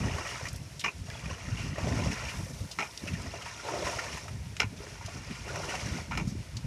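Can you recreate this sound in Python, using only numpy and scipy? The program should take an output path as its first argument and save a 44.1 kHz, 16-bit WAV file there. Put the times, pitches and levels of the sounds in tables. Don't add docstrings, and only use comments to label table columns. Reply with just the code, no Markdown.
import sys
import numpy as np
from scipy import signal
from scipy.fft import rfft, irfft, next_fast_len
from scipy.io import wavfile
from scipy.ndimage import uniform_filter1d, map_coordinates

SR = 44100
rng = np.random.default_rng(int(sys.argv[2]) if len(sys.argv) > 2 else 0)


def dump_mix(stems):
    frames = np.atleast_2d(stems).T
    limited = np.clip(frames, -1, 1)
    pcm = np.round(limited * 32767).astype(np.int16)
    wavfile.write(sys.argv[1], SR, pcm)


N = 293706

# start in seconds,
# length in seconds, crest as share of length before its timing factor, gulp in dB, splash in dB, spray in dB.
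SCOOPS = [(1.05, 0.65, 0.61, -50.5, -44, -50.5), (2.99, 0.72, 0.72, -49, -45, -49.5),
          (4.76, 0.674, 1, -54.5, -47.5, -52)]
# as for SCOOPS, then afterwash in dB.
THROWS = [(-.06, 0.52, 0.68, -38, -37, -46, -55.5), (1.729, 0.63, 0.62, -36, -37.5, -45.5, -49),
          (3.608, 0.6, 0.65, -34, -41, -44, -56), (5.426, 0.59, 0.63, -36.5, -41, -45, -58)]
# time in seconds, level re splash in dB.
HOLLOW = [(0.0, -4.5), (6.66, 2.5)]
# start in seconds, level before the envelope in dB,
# centre in Hz, t60 in seconds.
SLAPS = [(.08, -38, 1800, .06), (.206, -37, 1300, 0.039), (.306, -34, 2400, 0.08), (.454, -30, 2000, 0.025),
         (.465, -35, 2300, 0.06), (1.1005, -37, 1650, 0.01), (1.146, -47, 2400, 0.085),
         (1.191, -45, 2340, 0.035), (1.256, -37, 2480, 0.035), (1.296, -39, 1400, 0.077),
         (1.571, -36.5, 2620, 0.36), (1.781, -35, 2000, 0.058), (1.867, -35, 900, 0.034),
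         (1.88, -35, 1400, .07), (1.989, -33, 1300, 0.029), (2.113, -30, 1990, 0.069),
         (2.283, -35.5, 2400, 0.17), (3.07, -32.5, 2000, 0.1), (3.083, -43, 2750, .07),
         (3.131, -35.5, 2700, 0.081), (3.418, -36, 3000, 0.055), (3.452, -36.5, 1400, 0.13),
         (3.595, -43, 1400, 0.094), (3.682, -47, 1490, 0.098), (3.742, -39, 1250, 0.079),
         (3.835, -31.5, 1180, 0.39), (3.868, -28, 1290, 0.028), (3.985, -32.5, 1900, .09),
         (4.044, -48, 2600, .07), (4.129, -34, 2240, .06), (4.171, -33, 1400, 0.065),
         (4.28, -36, 1180, 0.049), (4.862, -44, 1490, 0.079), (5.307, -38, 2700, .06),
         (5.35, -38, 2200, 0.064), (5.485, -40, 1200, 0.066), (5.558, -27.5, 1190, .026),
         (5.631, -42, 1190, 0.072), (5.685, -32, 2400, 0.19), (5.749, -29, 1820, 0.049),
         (5.966, -41, 2100, .06)]
# start in seconds, level before the envelope in dB,
# starting pitch in Hz, t60 in seconds.
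GLUGS = [(.076, -40, 640, 0.065), (.034, -33, 1090, .05), (.183, -27, 1105, 0.043),
         (.41, -34.5, 534, 0.057), (1.084, -40, 670, .06), (1.151, -39.5, 880, 0.065),
         (1.281, -37, 570, 0.041), (1.301, -29, 524, 0.034), (1.37, -38, 455, 0.038),
         (1.585, -43, 820, 0.069), (1.781, -23.5, 602, 0.045), (1.868, -29, 600, 0.069),
         (1.989, -27, 565, 0.056), (2.022, -30, 980, 0.076), (2.059, -26.5, 550, 0.069),
         (2.223, -38, 623, 0.11), (2.502, -37.5, 496, 0.052), (2.605, -36, 460, 0.038),
         (3.063, -33, 565, 0.05), (3.196, -38, 960, .06), (3.258, -35, 680, 0.067),
         (3.337, -33, 680, 0.078), (3.46, -38, 930, 0.097), (3.649, -32, 555, 0.043),
         (3.685, -25.5, 900, 0.064), (3.719, -33, 679, .055), (3.734, -24, 590, 0.082),
         (3.822, -29.5, 606, 0.11), (3.869, -22, 577, 0.033), (3.929, -30.5, 915, 0.065),
         (3.988, -22.5, 1370, 0.041), (4.281, -43, 627, 0.1), (4.803, -35.5, 406, 0.072),
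         (4.835, -40.5, 528, 0.11), (4.867, -38.5, 406, .06), (4.914, -42, 410, 0.066),
         (5.01, -34.5, 940, 0.043), (5.08, -37.5, 670, 0.076), (5.507, -36, 615, 0.045),
         (5.56, -35, 584, 0.065), (5.686, -24.5, 380, 0.041), (5.736, -29, 744, 0.093),
         (5.983, -30.5, 700, 0.055)]
# start in seconds, level before the envelope in dB, starting pitch in Hz.
DRIPS = [(0.016, -32, 2400), (.084, -32, 1880), (.094, -31, 2410), (0.21, -33, 1310), (.216, -32, 1870),
         (.29, -31, 2840), (0.453, -29, 1860), (.456, -32, 2410), (.464, -31, 1940), (.469, -31, 2370),
         (1.085, -46, 1980), (1.101, -34, 1690), (1.106, -38, 2370), (1.112, -37, 1980), (1.144, -35, 3350),
         (1.175, -38, 3300), (1.193, -37, 2370), (1.257, -30, 2430), (1.294, -33.5, 1490),
         (1.303, -32, 2840), (1.31, -31.5, 1050), (1.34, -37, 2930), (1.572, -30, 2800), (1.596, -36, 2450),
         (1.76, -32, 1870), (1.997, -31, 2430), (2.143, -33, 1890), (2.197, -32, 2380), (2.284, -27, 2370),
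         (3.073, -36, 2500), (3.084, -27.5, 2640), (3.133, -38, 2730), (3.151, -32, 1820),
         (3.596, -32, 1390), (3.762, -35, 1350), (3.853, -33, 1420), (3.866, -23, 995), (3.869, -27, 1840),
         (3.986, -27, 1800), (3.995, -28, 2195), (4.049, -34, 2680), (4.171, -33, 1005), (4.181, -40, 990),
         (4.865, -37, 1830), (5.309, -45, 2000), (5.353, -35, 2300), (5.49, -30, 1410), (5.502, -34, 1480),
         (5.559, -32, 1330), (5.633, -29, 1380), (5.721, -29, 1465), (5.753, -36, 2640), (5.967, -31, 2090)]
# frequency in Hz, relative gain in dB.
WATER_SPECTRUM = [(150, 3), (260, -4.5), (400, -3.5), (480, -8.5), (600, -5), (700, -4), (800, -11),
                  (950, -5), (1150, -9), (1420, -3.5), (1640, -8), (1900, 0.5), (2170, -4.5), (2430, -2.5),
                  (2630, -1), (2820, 0.5), (3080, -6), (3600, -17.5), (4680, -57), (7920, -120)]
# frequency in Hz, relative gain in dB.
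SPRAY_SPECTRUM = [(1760, -35.5), (3000, -3), (3800, -5.5), (4700, -3), (5080, -0.5), (5260, 1.5), (5540, 4),
                  (6000, 1), (6600, -1.5), (7500, -7.5), (10100, -12), (11700, -16), (12300, -17),
                  (13200, -45), (15000, -53)]
# start in seconds, strength in dB, rim ring in dB, low note in Hz,
# low note in dB, high note in Hz, high note in dB, bright edge in dB; the last four dB re strength.
CLACKS = [(.8398, -19, -14, 1600, -4, 2050, 1, -14), (0.8437, -15, 9, 1146, 4, 2020, 1, -17),
          (0.8468, -17, 2, 1870, 1, 2920, 7, -18), (.852, -22, 5, 1110, -5, 2260, 0, -18),
          (0.8577, -22, -2, 990, 3, 2800, 9, -17), (.861, -19.5, 5, 950, 1, 2020, 7, -20),
          (.871, -23, 1, 1090, -5, 2200, -2, -20), (0.8798, -25, 19, 1090, 3, 2770, 0, -17),
          (0.8833, -26.5, 20, 1040, 1, 2290, 0, -21), (2.7874, -21, -13, 930, 5, 2070, -9, -22),
          (2.7879, -17, -1, 1343, 8.5, 2240, 5, -12), (2.7949, -19, -8, 1230, -2, 1940, -6, -18),
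          (2.805, -17.5, -3, 870, 2, 2700, -6, -22), (2.8105, -19, -6, 1334, 3, 2220, -5, -21),
          (2.8237, -20, 12, 1330, -2, 2300, 2, -20), (2.827, -26, -7, 805, 10, 2700, -2, -11),
          (2.835, -30, -12, 1360, -3, 1960, 3, -20), (2.8442, -26.5, -13, 900, 0, 2330, -3, -17),
          (2.8587, -33, -10, 1090, 3, 1400, 1, -20), (2.881, -52, 9, 1130, -8, 2720, -3, -17),
          (4.5988, -18.5, -14, 920, 3, 1400, 6, -21), (4.6023, -7, -3, 1410, -8, 2180, -1, -14.5),
          (4.618, -15, -4, 1470, 3, 2130, 0, -19), (4.631, -18.5, -8, 860, 0, 2630, -2, -25),
          (4.638, -27, -4, 1940, -5, 2600, 3, -22), (6.111, -25.5, -13, 940, 8.5, 1350, 5, -14),
          (6.1195, -21.5, -12, 1390, 5, 2190, -5, -19), (6.131, -27, 8, 1340, 10, 2250, 0, -18),
          (6.138, -28, -10, 1400, 7, 2680, 2, -13), (6.153, -22.5, -12, 982, -2, 1900, -4, -19),
          (6.1731, -26, -1, 1270, -4, 2270, -5, -21), (6.1748, -15.5, -4, 1310, 0.5, 2310, 3, -17),
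          (6.187, -24.5, 2, 990, 3, 2250, 2, -19), (6.198, -23, 3, 950, 5, 2370, 5, -16),
          (6.209, -30, 0, 930, 12.5, 2380, -2, -11)]
# centre in Hz, width in Hz, gain in dB.
WALL_MODES = [(171, 75, 5), (420, 53, -4.5), (634, 230, -8.5), (933, 240, -5), (1230, 58, -4),
              (1400, 230, -6), (1875, 230, -8), (2120, 230, -7), (2357, 260, -2.5), (2800, 200, -6.5),
              (3200, 400, -17.5), (4080, 490, -20.5), (5130, 200, -13.5), (5540, 180, -12),
              (6900, 680, -32)]
# mean pitch in Hz, mean level in dB, t60 in seconds.
BUCKET_RING = [(188, -15.5, 0.081), (413, -19, 0.066), (3110, -26, 0.036), (3410, -26, 0.038),
               (5570, -23, 0.014)]
# frequency in Hz, relative gain in dB.
SHELL_SPECTRUM = [(2440, -5), (3570, -6.5), (4600, -17.5), (5500, -14), (6000, -7), (6700, -11),
                  (8500, -25.5), (11600, -35), (14000, -90)]
# start in seconds, strength in dB, centre in Hz,
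# t60 in seconds.
TICKS = [(.484, -24.5, 5260, 0.05), (0.53, -29, 8500, 0.02), (.56, -29, 4500, 0.018),
         (0.561, -31, 9600, 0.023), (0.7935, -27.5, 6000, 0.06), (.7945, -26.5, 3470, 0.081),
         (.804, -30, 7000, .05), (.8105, -24, 2780, 0.046), (1.1008, -21, 3170, 0.0098),
         (2.713, -25.5, 4600, 0.072), (2.975, -20.5, 4130, 0.02), (3.217, -29.5, 5900, 0.032),
         (4.566, -24.5, 2080, 0.034), (4.566, -29, 5500, .04), (5.06, -26.5, 5300, 0.046),
         (6.176, -24, 5430, 0.031), (6.272, -35, 5440, 0.25), (6.568, -24, 4400, 0.044)]
# time in seconds, level in dB before gusts and lulls.
WIND = [(0, -45), (.26, -46.5), (.55, -43), (.85, -45.5), (1.15, -43.5), (1.9, -50), (2.2, -41.5),
        (2.5, -39.5), (2.76, -50), (2.96, -56), (3.2, -43.5), (3.58, -51.5), (4, -48.5), (4.5, -43),
        (5.05, -46), (5.6, -42.5), (6.3, -48), (6.48, -40.5)]
# crest in seconds, half length in seconds, buffet in dB, flutter in dB.
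GUSTS = [(.007, 0.15, -32.5, -33.5), (0.102, 0.18, -35.5, -45), (0.54, 0.18, -46, -56),
         (0.842, 0.041, -63, -50), (3.7, 0.14, -70, -68), (1, 0.11, -46, -52.5), (1.283, 0.096, -38.5, -47),
         (1.513, 0.13, -36, -46), (1.664, 0.23, -37.5, -42.5), (1.957, 0.29, -33, -36),
         (2.078, 0.086, -38, -35), (2.397, 0.11, -48, -46), (2.517, 0.025, -64, -45),
         (2.628, 0.058, -39, -44), (2.795, 0.035, -62, -48), (3.133, 0.21, -39.5, -43.5),
         (3.254, 0.063, -47, -45.5), (3.815, 0.25, -48, -49), (4.123, 0.077, -47, -47.5),
         (4.387, 0.21, -39, -54), (4.756, 0.15, -53, -49), (5.176, 0.064, -57, -44.5),
         (5.315, 0.026, -55, -37), (5.912, 0.21, -48, -40), (6.225, 0.38, -37, -41.5),
         (6.376, 0.074, -41, -50.5), (6.56, 0.21, -43, -55), (6.65, 0.02, -27.5, -35)]
# centre in seconds, Gaussian half width in seconds,
# gain in dB.
LULLS = [(0.38, .015, -3), (0.695, .012, -10), (0.818, 0.021, -11), (.91, .04, -8), (1.387, .02, -3),
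         (1.76, .015, -5), (2.487, .012, -3), (2.564, .015, -3), (2.7, .03, -3), (2.76, 0.023, -4),
         (3.003, .015, -10), (4.578, 0.024, -2), (4.86, .04, -4.5), (4.96, .025, -2.5), (5.095, 0.017, -2),
         (5.22, 0.018, -1), (5.374, .015, -6), (5.58, 0.0089, 1), (6.066, .015, -12), (6.323, 0.0093, 2),
         (6.473, 0.027, -11), (6.625, 0.016, -8)]
# centre in seconds, envelope peak in dB, pitch in Hz.
THUMPS = [(0.018, -24.5, 88), (0.437, -32.5, 115), (0.533, -31.5, 86), (0.617, -31.5, 116),
          (0.666, -33, 96), (1.019, -33.5, 85), (1.097, -33.5, 100), (1.267, -30.5, 147), (1.326, -33, 80),
          (1.527, -25, 108), (1.636, -32, 92), (1.729, -33, 118), (1.839, -26, 90), (1.845, -26, 198),
          (1.92, -24, 95), (1.969, -31, 135), (2.07, -22.5, 102), (2.105, -24.5, 195), (2.271, -31.5, 85),
          (2.393, -29.5, 116), (2.397, -39, 230), (2.436, -32.5, 103), (2.505, -42, 260), (2.617, -28, 95),
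          (3.04, -30.5, 284), (3.141, -25, 157), (3.276, -34.5, 74), (3.854, -32, 75), (3.966, -32.5, 96),
          (4.403, -48, 80), (4.651, -26.5, 94), (4.647, -29, 188), (4.672, -28, 102), (5.056, -32, 98),
          (5.161, -33, 122), (5.418, -31.5, 88), (5.547, -32, 107), (5.593, -34, 134), (5.835, -34, 95),
          (5.862, -30, 101), (5.925, -27.5, 81), (6.004, -35, 86), (6.223, -27, 164), (6.278, -24.5, 185),
          (6.251, -32, 250), (6.355, -31.5, 286), (6.546, -35.5, 76.5)]
# frequency in Hz, relative gain in dB.
BUFFET_SPECTRUM = [(13, -26), (22, -52), (51, -0.5), (81, 1.5), (194, -2.5), (330, -27.5), (430, -68),
                   (730, -120)]
# frequency in Hz, relative gain in dB.
FLUTTER_SPECTRUM = [(60, -48.5), (130, -3), (180, -2), (250, -3), (330, -12.5), (500, -21), (900, -32.5),
                    (2000, -104)]
# frequency in Hz, relative gain in dB.
GRASS_SPECTRUM = [(120, -19), (200, -6.5), (326, -5.5), (636, -8.5), (818, -15), (963, -9), (1110, -14.5),
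                  (1630, -9), (2290, -6.5), (3800, -11.5), (5550, -8.5), (7970, -16), (10300, -18),
                  (11900, -24), (15000, -41)]

# attack in s, factor on the crest's moment, climb in dB, sag in dB, release in dB per s.
SCOOP_GULP, SCOOP_SPLASH, SCOOP_SPRAY = (.07, .7, 4, 6, 120), (.023, .77, 4.9, 1, 26), (.0058, 3, 4.4, 1.8, 150)
THROW_GULP, THROW_SPLASH = (.06, .45, 3.5, 15, 70), (.043, 1.14, 4.9, 5.6, 173)
THROW_SPRAY = (.065, .99, 3.9, 4.7, 136)
AFTERWASH_SHAPE = (.08, .4, 1, 3, 45)
AFTERWASH_START, AFTERWASH_S = .78, .85
LAPPING_DB = (-59, -59.5, -69.5)
AFTER_DB, DRIZZLE_DB = (-6.5, -3.5, -3.5), -10
SLAP_SPRAY_DB, SLAP_RISE = -5.5, .41
PLOP_MIN_DB, PLOP_T60_S = 0, .046
GLUG_RISE_PER_S, GLUG_ATTACK_S = 1.3, .011
DRIP_T60_S, DRIP_ATTACK_S, DRIP_RISE_PER_S = .031, .0095, 1.36
RIM_HZ, NOTE_T60_S = 2450, .034
CLACK_T60_S, CLACK_REF_DB, CLACK_HALVING_DB = .055, -19, 14
BUFFET_DB = -1.5
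FLUTTER_DB, FLUTTER_REF_DB, FLUTTER_DB_PER_DB = -53.5, -42.5, 1
THUMP_SWINGS = .76
GRASS_DB = -56
TOP_HZ = 14900


def amp(db):
    return 10 ** (np.asarray(db) / 20)


def unit(x):
    return x / np.sqrt(np.mean(x ** 2) + 1e-20)


def noise(size):
    return rng.standard_normal(size)


def seconds(length_s):
    return np.arange(int(SR * length_s)) / SR


def colour(points, hz):
    f, db = np.transpose(points)
    return amp(np.interp(np.log(hz + 1), np.log(f + 1), db))


def band(hz, lo_hz, hi_hz, order=4):
    low_cut = 1 + (lo_hz / (hz + 1)) ** (2 * order)
    high_cut = 1 + (hz / hi_hz) ** (2 * order)
    return (low_cut * high_cut) ** -.5


def filtered(x, gain):
    m = 2 * next_fast_len(len(x) // 2 + 4096)
    cepstrum = irfft(np.log(np.maximum(gain(np.fft.rfftfreq(m, 1 / SR)), 1e-6)))
    cepstrum[1:m // 2] *= 2
    cepstrum[m // 2 + 1:] = 0
    return irfft(rfft(x, m) * np.exp(rfft(cepstrum)))[:len(x)]


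def curves(rows):
    s, *cols = np.transpose(rows)
    return [np.interp(np.arange(N) / SR, s, c) for c in cols]


def wobble(knots_per_s):
    knots = noise(int(N * knots_per_s / SR) + 4)
    return map_coordinates(knots, [np.arange(N) * knots_per_s / SR])


def fade(t, t60):
    return np.exp(-np.log(1000) * t / max(t60, 1e-3))


def pulse(t, t60, attack_s):
    return fade(t, t60) * (1 - fade(t, attack_s))


def ring(t, hz, t60, attack_s):
    return np.sin(2 * np.pi * hz * t) * pulse(t, t60, attack_s)


def add(track, s, sound):
    start = max(round(s * SR), 0)
    track[start:start + len(sound)] += sound[:len(track) - start]


def swell(s, length, crest, db, shape):
    attack_s, timing, climb_db, sag_db, release_db_per_s = shape
    t = seconds(2)
    crest_s = np.clip(crest * timing, .02, .98) * length
    arch_db = np.interp(t, [0, crest_s, length], [-climb_db, 0, -sag_db])
    release_db = abs(release_db_per_s) * np.maximum(t - length, 0)
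    gain = np.clip(t / max(attack_s, 1e-3), 0, 1) * amp(db + arch_db - release_db)
    return np.interp(np.arange(N) / SR, s + t, gain, right=0)


def flow():
    after = sum(swell(s + AFTERWASH_START * length, AFTERWASH_S, .2, db, AFTERWASH_SHAPE) ** 2
                for s, length, *_, db in THROWS)
    power = amp(LAPPING_DB)[:, None] ** 2 + amp(AFTER_DB)[:, None] ** 2 * after
    scoop_shapes = SCOOP_GULP, SCOOP_SPLASH, SCOOP_SPRAY
    throw_shapes = THROW_GULP, THROW_SPLASH, THROW_SPRAY
    for strokes, shapes in (SCOOPS, scoop_shapes), (THROWS, throw_shapes):
        for s, length, crest, *levels in strokes:
            gains = [swell(s, length, crest, db, shape) for db, shape in zip(levels, shapes)]
            power += np.array(gains) ** 2
    drizzle_power = amp(DRIZZLE_DB) ** 2 * after + 1e-20
    return 10 * np.log10([*power, drizzle_power])


def bubbles(lo_hz, hi_hz, cycles, spread_db, rise, count, size):
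    when, pitch, life, strength = rng.random((count, 4), np.float32).T[:, :, None]
    hz = lo_hz * (hi_hz / lo_hz) ** pitch
    turns = hz * np.arange(size, dtype=np.float32) / SR
    age = turns / (cycles * (.5 + life))
    loudness = amp(-spread_db * np.log(1 - .98 * strength))
    rings = loudness * np.sin(2 * np.pi * turns * (1 + rise * age / 2)) * np.exp(-np.log(100) * age)
    index = (when * N).astype(int) + np.arange(size)
    return unit(np.bincount(index.ravel(), rings.ravel(), N)[:N])


def froth(grains, gain, flow_db, grain_db):
    distinct = amp(grain_db - .3 * np.clip(flow_db + 46, -4, 12))
    mix = (distinct * grains + noise(N)) / np.sqrt(1 + distinct ** 2)
    return amp(flow_db) * unit(filtered(mix, gain))


def water(gulp_db, splash_db, spray_db, drizzle_db):
    hollow_db, = curves(HOLLOW)
    pockets = bubbles(300, 1150, cycles=11, spread_db=2, rise=.1, count=3000, size=1300)
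    small = bubbles(900, 3600, cycles=32, spread_db=3, rise=.06, count=4000, size=1100)
    inside = bubbles(754, 3360, cycles=8, spread_db=5, rise=.21, count=2200, size=400)
    droplets = bubbles(3200, 11000, cycles=24, spread_db=4, rise=.04, count=7000, size=300)

    gulp = froth(pockets, lambda hz: colour(WATER_SPECTRUM, hz) * band(hz, 450, 1150), gulp_db, grain_db=-4)
    splash = froth(small, lambda hz: colour(WATER_SPECTRUM, hz) * band(hz, 950, 3400), splash_db, grain_db=4)
    slosh = froth(inside, lambda hz: wall(hz) * band(hz, 660, 4100), splash_db + hollow_db, grain_db=-23)
    spray = froth(droplets, lambda hz: colour(SPRAY_SPECTRUM, hz) * band(hz, 2640, 14700),
                  spray_db, grain_db=-7.5)
    drizzle = froth(droplets, lambda hz: band(hz, 7900, 11100, order=6), drizzle_db, grain_db=-4)

    big = amp(-3.5 + .6 * wobble(60)) * gulp
    middling = amp(-6 + .9 * wobble(130)) * (splash + slosh)
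    fine = amp(1.1 * wobble(110)) * spray
    return amp(.6 * wobble(40)) * (big + middling + fine + drizzle)


def slaps(lumps):
    out, t = np.zeros(N), seconds(1 / 6)
    for s, db, centre_hz, t60 in lumps:
        burst = unit(filtered(noise(len(t)), lambda hz: colour(WATER_SPECTRUM, hz)
                              * band(hz, centre_hz / 1.15, centre_hz * 1.15, order=2)))
        drops = unit(filtered(noise(len(t)), lambda hz: colour(SPRAY_SPECTRUM, hz)))
        splatter = burst + amp(SLAP_SPRAY_DB) * drops
        add(out, s, amp(db) * splatter * pulse(t, t60, SLAP_RISE * t60))
    return out


def plops(splash_db, lo_hz, hi_hz, count):
    rows = []
    for when, strength, pitch in rng.random((count, 3)):
        db = splash_db[int(when * N)] + PLOP_MIN_DB + 4 * strength
        rows.append((when * N / SR, db, lo_hz * (hi_hz / lo_hz) ** pitch, PLOP_T60_S))
    return rows


def glugs():
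    out, t = np.zeros(N), seconds(1 / 8)
    for s, db, hz, t60 in GLUGS:
        churn = unit(filtered(noise(len(t)), lambda f: band(f, .56 * hz, 1.62 * hz) * colour(WATER_SPECTRUM, f)))
        pocket = np.sin(2 * np.pi * hz * t * (1 + GLUG_RISE_PER_S / 2 * t))
        add(out, s, amp(db) * (.75 * pocket + .45 * churn) * pulse(t, t60, GLUG_ATTACK_S))
    return out


def drips():
    out, t = np.zeros(N), seconds(1 / 12)
    for s, db, hz in DRIPS:
        t60 = DRIP_T60_S * (2000 / hz) ** .4
        bubble = np.sin(2 * np.pi * hz * t * (1 + DRIP_RISE_PER_S / 2 * t))
        add(out, s, amp(db) * bubble * pulse(t, t60, DRIP_ATTACK_S))
    return out


def wall(hz):
    return np.sqrt(sum(amp(db) ** 2 / (1 + (2 * (hz - centre) / width) ** 2) ** 1.76
                       for centre, width, db in WALL_MODES))


def clacks():
    out, t = np.zeros(N), seconds(1 / 6)
    snap = filtered(1. 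* (t == 0), lambda hz: (wall(hz) + .01) * band(hz, 2300, 10300, order=3))
    snap /= np.abs(snap).max()
    for s, db, rim_db, low_hz, low_db, high_hz, high_db, edge_db in CLACKS:
        t60 = CLACK_T60_S * .5 ** ((db - CLACK_REF_DB) / CLACK_HALVING_DB)
        rattle = unit(filtered(noise(len(t)), lambda hz: wall(hz) * band(hz, 192, 2900, order=6)))
        edge = unit(filtered(noise(len(t)), lambda hz: colour(SHELL_SPECTRUM, hz) * band(hz, 4340, 15000)))
        body = rattle * fade(t, t60) + amp(edge_db) * edge * fade(t, 2 * t60)
        body *= 1 - fade(t, .14 * t60)

        rim_noise = unit(filtered(noise(len(t)), lambda hz: band(hz, .96 * RIM_HZ, 1.1 * RIM_HZ, order=20)))
        rim = (.8 * np.sin(2 * np.pi * RIM_HZ * t) + .35 * rim_noise) * pulse(t, .034, .016)
        low_note = amp(low_db) * ring(t, low_hz, NOTE_T60_S, .0063)
        high_note = amp(high_db) * ring(t, high_hz, NOTE_T60_S, .025)
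        modes = sum(amp(mode_db + rng.normal(0, 2)) * ring(t, hz * (1 + rng.normal(0, .016)), mode_t60, .0071)
                    for hz, mode_db, mode_t60 in BUCKET_RING)
        crack = amp(1.4 * db + 1.8) * snap
        add(out, s, crack + amp(db - 12) * (body + amp(rim_db) * rim + low_note + high_note + modes))
    return out


def ticks():
    out, t = np.zeros(N), seconds(1 / 8)
    for s, db, centre_hz, t60 in TICKS:
        def shape(hz):
            treble = .25 * colour(SPRAY_SPECTRUM, hz) * band(hz, 2500, 13000, order=2)
            return band(hz, centre_hz * .81, centre_hz * 1.19) + treble
        scrape = unit(filtered(noise(len(t)), shape))
        add(out, s, amp(db - 10.5) * scrape * pulse(t, t60, .12 * t60))
    return out


def banks(x, t60, wet_db):
    t = seconds(1 / 3)
    tail = noise(len(t)) * pulse(t, t60, .04)
    return x + amp(wet_db) * signal.fftconvolve(x, tail / np.linalg.norm(tail))[:N]


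def eddies(spectrum, lump_db, knots_per_s):
    air = filtered(noise(N), lambda hz: colour(spectrum, hz)) * amp(lump_db * wobble(knots_per_s))
    return air / np.sqrt(np.abs(uniform_filter1d(air ** 2, size=SR // 9)) + 1e-20)


def calm():
    t = np.arange(N) / SR
    return amp(sum(db * np.exp(-((t - s) / width) ** 2) for s, width, db in LULLS))


def wind():
    wind_db, = curves(WIND)
    buffet_power = amp(wind_db + BUFFET_DB) ** 2
    flutter_power = amp(FLUTTER_DB + FLUTTER_DB_PER_DB * (wind_db - FLUTTER_REF_DB)) ** 2
    t = np.arange(N) / SR
    for s, half_length, buffet_db, flutter_db in GUSTS:
        bell = np.maximum(1 - ((t - s) / half_length) ** 2, 0) ** 6
        buffet_power += amp(buffet_db) ** 2 * bell
        flutter_power += amp(flutter_db) ** 2 * bell
    rumble = unit(filtered(eddies(BUFFET_SPECTRUM, 2.3, 35), lambda hz: band(hz, 38, 151.4)))
    flutter = eddies(FLUTTER_SPECTRUM, 3.4, 45)
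    return calm() * (np.sqrt(buffet_power) * rumble + np.sqrt(flutter_power) * flutter)


def thumps():
    out, t = np.zeros(N), np.arange(N) / SR
    for s, db, hz in THUMPS:
        near = np.abs(t - s) < .06
        turns = (t[near] - s) * hz
        swing = np.sin(2 * np.pi * (turns + rng.random()))
        out[near] += amp(db) * swing * np.exp(-(turns / THUMP_SWINGS) ** 2)
    return out


def grass():
    hiss = unit(filtered(noise(N), lambda hz: colour(GRASS_SPECTRUM, hz)))
    return amp(GRASS_DB + 1.4 * wobble(20)) * hiss


def scene():
    gulp_db, splash_db, spray_db, drizzle_db = flow()
    lumps = SLAPS + plops(splash_db, 700, 3300, count=70)
    pool = water(gulp_db, splash_db, spray_db, drizzle_db) + slaps(lumps) + glugs() + drips()
    bailing = banks(pool + clacks() + ticks(), t60=.078, wet_db=-10.5)
    mono = bailing + wind() + thumps() + grass()
    return np.array([mono, mono])


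def record(dry):
    m = next_fast_len(N + SR // 4)
    keep = np.fft.rfftfreq(m, 1 / SR) < TOP_HZ
    return irfft(rfft(dry, m) * keep, m)[:, :N]


dry = scene()
out = record(dry)
dump_mix(out)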